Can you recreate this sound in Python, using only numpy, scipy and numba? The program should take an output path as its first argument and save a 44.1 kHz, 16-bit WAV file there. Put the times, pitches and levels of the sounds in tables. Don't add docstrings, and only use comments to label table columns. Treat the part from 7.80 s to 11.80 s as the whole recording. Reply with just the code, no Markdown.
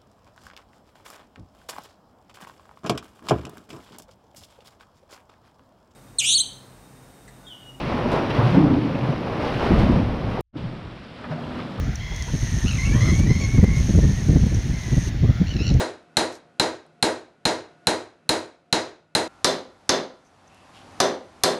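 import sys
import numpy as np
from scipy import signal
from scipy.fft import rfft, irfft
from scipy.io import wavfile
from scipy.ndimage import uniform_filter1d
from numba import njit

SR = 44100
rng = np.random.default_rng(int(sys.argv[2]) if len(sys.argv) > 2 else 0)


def store_wav(level_fs):
    pcm = np.round(np.clip(np.atleast_2d(level_fs), -1, 1) * 32767)
    wavfile.write(sys.argv[1], SR, pcm.T.astype(np.int16))


N = 176400


def undb(db):
    return 10 ** (np.asarray(db) / 20)


def unit(x):
    return x / np.sqrt(np.mean(x ** 2))


def fader(rows, column=1):
    rows = np.array(rows)
    return undb(np.interp(np.arange(N) / SR, rows[:, 0], rows[:, column]))


def burst(start_s, decay_s):
    age = np.arange(N) / SR - start_s
    return np.clip(age / 0.001, 0, 1) * np.exp(-np.abs(age) / decay_s)


def freqs():
    return np.maximum(np.arange(N // 2 + 1) * SR / N, 1)


def colour(x, spectrum):
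    hz, db = np.array(spectrum).T
    gain = undb(np.interp(np.log(freqs()), np.log(hz), db))
    return unit(irfft(rfft(x) * gain, N))


def lows(x, hz):
    return irfft(rfft(x) / (1 + (freqs() / hz) ** 6), N)


def drift(rate_hz):
    hold = int(SR / rate_hz)
    steps = np.repeat(rng.standard_normal(N // hold + 1), hold)
    return unit(uniform_filter1d(uniform_filter1d(steps, hold), hold)[:N])


def even_noise(spectrum, span_s):
    noise = colour(rng.standard_normal(N), spectrum)
    return noise / np.sqrt(uniform_filter1d(noise ** 2, int(span_s * SR)) + 0.017)


def add(out, start_s, sound):
    i = max(int(start_s * SR), 0)
    out[i:i + len(sound)] += sound[:max(N - i, 0)]


def cave_echo(x, bass_t60_s=0.82, treble_t60_s=0.6):
    t, noise = np.arange(N) / SR, rng.standard_normal(N)
    bass = lows(noise, hz=1200)
    tail = bass * 1000 ** (-t / bass_t60_s) + (noise - bass) * 1000 ** (-t / treble_t60_s)
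    tail *= np.clip(t / 0.05, 0, 1) ** 2
    return signal.fftconvolve(x, tail / np.sqrt(np.sum(tail ** 2)))[:N]


def diffuse(x):
    return unit(irfft(rfft(x) * np.exp(2j * np.pi * rng.random(N // 2 + 1)), N))


@njit
def bubbles(starts, hz, cycles, amplitudes):
    out = np.zeros(N)
    for k in range(len(starts)):
        length = int(cycles[k] * SR / hz[k]) + 2
        pole = np.exp(2j * np.pi * hz[k] / SR - 5.5 / length)
        glide = np.exp(2j * np.pi * hz[k] / SR * .2 / length)
        phasor = amplitudes[k] + 0j
        for i in range(starts[k], min(starts[k] + length, N)):
            phasor *= pole
            pole *= glide
            out[i] += phasor.imag
    return out


def cloud(count, spread_db):
    when, pitch, life, strength, sign = rng.random((count, 5)).T
    hz = 200 * 75 ** (pitch ** .7)
    cycles = 4.7 * (.5 + 2 * life)
    amplitudes = hz * undb(-spread_db * np.log(strength + 0.0043)) * np.sign(sign - .5)
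    return unit(bubbles((when * N).astype(np.int64), hz, cycles, amplitudes))


def pocket(hz, length_s, rise, wobble):
    t = np.arange(SR // 2) / SR
    age = t / length_s
    pitch_hz = hz * (1 + rise * np.tanh(age - .5) + wobble * drift(60)[:len(t)])
    swell = age / 0.36
    envelope = (swell * np.exp(1 - swell)) ** 1.12
    return envelope * np.sin(2 * np.pi * np.cumsum(pitch_hz) / SR)


def wind():
    # time_s, level_db
    gusts = [(0, -31.5), (.4, -40), (.5, -34), (.8, -32), (1.05, -46), (1.4, -45), (1.55, -40),
             (1.89, -28.5), (1.915, -16), (1.96, -19.5), (2.0, -13), (2.04, -14.5), (2.07, -19.5),
             (2.22, -23), (2.26, -26.5), (2.6, -33.5), (2.8, -40), (3.1, -41.5), (3.35, -57), (3.63, -50),
             (3.72, -36), (3.92, -58), (4, -44)]
    # frequency_hz, gain_db
    spectrum = [(12, -26), (26, -1), (42, -6), (63, 4.5), (95, -9), (200, -4.5), (500, -35.5), (3000, -110)]
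    return even_noise(spectrum, span_s=0.27) * fader(gusts)


def rumble(hollow_hz=243.4, waver_hz=4, flutter_db=2.5):
    # time_s, level_db
    echo_levels = [(0, -30), (.3, -27.5), (.5, -27.5), (.72, -24.5), (.8, -17.5), (.95, -21.5),
                   (1.1, -25.5), (1.45, -29.5), (1.86, -29), (2.12, -19), (2.35, -32.5), (2.6, -29),
                   (2.8, -34), (3.15, -42.5), (3.4, -44), (3.5, -37), (3.76, -34), (4, -35)]
    # frequency_hz, gain_db
    spectrum = [(20, -48), (45, -16), (80, -5), (120, 3), (170, 0), (250, -0.5), (330, -5.5), (430, -15.5),
                (800, -34.5), (4000, -100)]
    # time_s, level_db
    ring_levels = [(3.38, -59), (3.47, -43), (3.62, -32), (3.68, -47), (3.78, -31), (3.87, -49), (4, -57)]
    pitch_hz = hollow_hz + waver_hz * drift(50)
    ring = np.sin(2 * np.pi * np.cumsum(pitch_hz) / SR) * undb(flutter_db * drift(35))
    return even_noise(spectrum, span_s=.06) * fader(echo_levels) + unit(ring) * fader(ring_levels)


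def tick(centre_s=2.6085, level_db=-39, width_s=0.0011):
    t = np.arange(N) / SR
    return undb(level_db) * rng.standard_normal(N) * np.exp(-.5 * ((t - centre_s) / width_s) ** 2)


def droplets(count, spread_db=2):
    # frequency_hz, gain_db
    spectrum = [(1500, -17.5), (4000, 10), (7000, -6), (10000, -10), (13000, -15.5), (15500, -36)]
    when, strength, sign = rng.random((count, 3)).T
    amplitudes = undb(-spread_db * np.log(strength + .002)) * np.sign(sign - .5)
    impacts = np.bincount((when * N).astype(int), amplitudes, N)
    return colour(impacts, spectrum)


def spray():
    # start_s, level_db, decay_s
    showers = [(0.317, -42, 0.034), (0.357, -57, .008), (1.068, -63, .005), (1.988, -43.5, 0.04),
               (2.095, -70.5, 0.0195), (2.366, -62, 0.0052), (2.764, -65, .03), (3.414, -66, .006),
               (3.645, -57, .005)]
    # time_s, level_db
    trickle = [(0, -74), (1.5, -74), (1.65, -58), (1.9, -56), (2.15, -59), (2.3, -68), (2.6, -65.5),
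               (2.9, -75.5), (3.3, -80), (3.55, -63), (3.8, -60), (4, -62)]
    envelope = sum(undb(db) * burst(start_s, decay_s) for start_s, db, decay_s in showers)
    return droplets(count=12000) * envelope + droplets(count=2500) * fader(trickle)


def plops(cycles=11, echo_db=-10.5):
    # start_s, pitch_hz, peak_db
    drips = [(0.331, 496, -22), (.507, 2790, -29), (1.095, 560, -24.5), (1.149, 2810, -34),
             (1.52, 620, -27), (1.595, 630, -26), (1.635, 897, -24), (2.585, 423, -27), (3.521, 616, -28.5),
             (3.579, 750, -33.5), (3.6, 790, -40), (3.64, 2850, -40), (3.79, 1166, -29.5)]
    out = np.zeros(N)
    for start_s, hz, db in drips:
        add(out, start_s, undb(db) * pocket(hz, cycles / hz, rise=0.05, wobble=0.033))
    return out + undb(echo_db) * cave_echo(out)


def laps(spread_octaves=0.68, echo_db=-7):
    # start_s, centre_hz, level_db, decay_s
    wavelets = [(0.327, 650, -31, 0.15), (0.504, 3010, -31.5, 0.017), (0.587, 850, -30.5, 0.031),
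                (1.994, 3040, -36, 0.042), (2.572, 602, -27, 0.022), (2.769, 3540, -49, 0.057),
                (3.441, 1050, -33, 0.018), (3.517, 1090, -35.5, 0.014), (3.8, 3200, -41, .025)]
    cloud_spectrum = rfft(cloud(count=20000, spread_db=2.0))
    out = np.zeros(N)
    for start_s, hz, db, decay_s in wavelets:
        band = np.exp(-.5 * (np.log2(freqs() / hz) / spread_octaves) ** 2)
        rush = unit(lows(irfft(cloud_spectrum * band, N), hz=4200))
        out += undb(db) * burst(start_s, decay_s) * rush
    return out + undb(echo_db) * cave_echo(out)


def gulps(echo_db=-14):
    # start_s, pitch_hz, peak_db, length_s
    pockets = [(0.134, 237, -20, 0.036), (.234, 240.7, -21, 0.058), (0.583, 119, -10, 0.029),
               (0.619, 118, -13, 0.076), (.661, 143, -14.5, 0.039), (.712, 178, -13.5, 0.11),
               (.737, 136.5, -16, 0.036), (0.745, 276.7, -14, 0.093), (.77, 205, -10.5, .03),
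               (0.775, 310, -10, 0.012), (0.799, 146, -13.5, 0.057), (.803, 329, -11.5, 0.019),
               (0.824, 293.2, -12.5, .045), (0.908, 298.4, -13, 0.022), (0.922, 254.7, -15.5, 0.039),
               (.966, 295, -18.5, 0.036), (1.043, 282, -15.5, 0.019), (1.135, 259.6, -26.5, 0.056),
               (1.196, 125.8, -17, 0.079), (1.287, 134.3, -10.5, 0.025), (1.745, 115, -19, 0.036),
               (1.905, 228, -12.5, 0.02), (1.907, 342, -13, 0.018), (1.904, 171, -13, 0.032),
               (2.0, 173.4, -20.5, 0.089), (2.08, 103, -17, 0.15), (2.089, 165, -19.5, 0.053),
               (2.091, 233, -14.5, 0.025), (2.094, 334, -17.5, 0.018), (2.17, 175, -15, 0.016),
               (2.194, 221, -11, 0.013), (2.436, 106, -23, .06), (2.756, 283, -24.5, 0.015),
               (2.799, 121.4, -31, 0.13), (2.84, 162, -22.5, 0.019), (3.038, 103, -36, 0.066),
               (3.502, 152, -22, 0.037), (3.509, 228, -25.5, 0.014), (3.98, 124, -27, .04)]
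    out = np.zeros(N)
    for start_s, hz, db, length_s in pockets:
        add(out, start_s, undb(db) * pocket(hz, length_s, rise=0.069, wobble=0.012))
    return out + undb(echo_db) * cave_echo(out)


def wash(levels, spectrum, near_db=-7, churn_db=0.39, slosh_gain_db=2, fizz_gain_db=3):
    near = undb(near_db) * cloud(count=9000, spread_db=3.5)
    far = diffuse(cloud(count=20000, spread_db=1.5))
    water = colour(near + far, spectrum) * undb(churn_db * drift(21.83))
    bass = lows(water, hz=1610)
    slosh = undb(slosh_gain_db) * unit(bass) * fader(levels)
    fizz = undb(fizz_gain_db) * unit(water - bass) * fader(levels, column=2)
    return slosh + fizz


def scene(stop_s=2.612, resume_s=2.764, fade_out_s=0.0042, fade_in_s=0.039, gap_db=-32):
    # time_s, slosh_db, fizz_db
    deep_levels = [(0.02, -33.5, -41.5), (0.09, -30, -41), (0.28, -27, -43), (0.34, -23.5, -39),
                   (0.49, -30.5, -42.5), (0.51, -28.5, -36), (0.52, -29, -42.5), (0.55, -27, -38.5),
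                   (0.6, -22.5, -39), (0.73, -30, -39), (0.75, -25, -39), (0.88, -29, -45),
                   (0.95, -29.5, -45.5), (1.0, -36.5, -44.5), (1.11, -33, -45.5), (1.32, -30.5, -44),
                   (1.38, -34.5, -45), (1.59, -30, -44), (1.62, -29.5, -40.5), (1.78, -30, -40),
                   (1.82, -25.5, -38), (2.05, -27, -40.5), (2.37, -35, -47.5), (2.6, -32.5, -45)]
    open_levels = [(2.77, -45.5, -58), (2.786, -43.5, -53), (3.044, -45.5, -54), (3.324, -49, -54),
                   (3.458, -40.5, -51.5), (3.478, -44, -53.5), (3.52, -35, -49.5), (3.554, -41, -52.5),
                   (3.676, -40.5, -51.5), (3.766, -39, -49.5), (3.978, -41, -51.5), (4.0, -35, -55)]
    # frequency_hz, gain_db
    deep_spectrum = [(200, -2), (350, 2), (560, 2), (720, -1.5), (1050, -4.5), (1600, -12.5), (2800, -18),
                     (4000, -24.5), (5500, -30.5), (6800, -45.5), (9000, -49.5), (10600, -46),
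                     (13000, -56.5), (15500, -65.5)]
    open_spectrum = [(200, -8.5), (350, -1), (600, 1), (850, -4.5), (1150, -5), (2000, -9.5), (3400, -11.5),
                     (5400, -21.5), (6300, -34.5), (8000, -35), (9500, -40.5), (11000, -38.5), (12500, -56),
                     (15500, -63)]
    t = np.arange(N) / SR
    water = np.where(t < stop_s, wash(deep_levels, deep_spectrum), wash(open_levels, open_spectrum))
    fade_out = np.clip((stop_s - t) / fade_out_s, 0, 1)
    fade_in = np.clip(1 + (t - resume_s) / fade_in_s, 0, 1) ** 2
    gate = fade_out + fade_in
    background = rumble() + wind()
    caves = (water + gulps() + laps() + plops() + spray() + background) * gate
    gap_bass = undb(gap_db) * lows(background, hz=80) * (1 - gate)
    return (caves + gap_bass + tick())[None]


def record(dry):
    return signal.sosfilt(signal.ellip(8, .2, 70, 15700, fs=SR, output="sos"), dry)


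dry = scene()
out = record(dry)
store_wav(out)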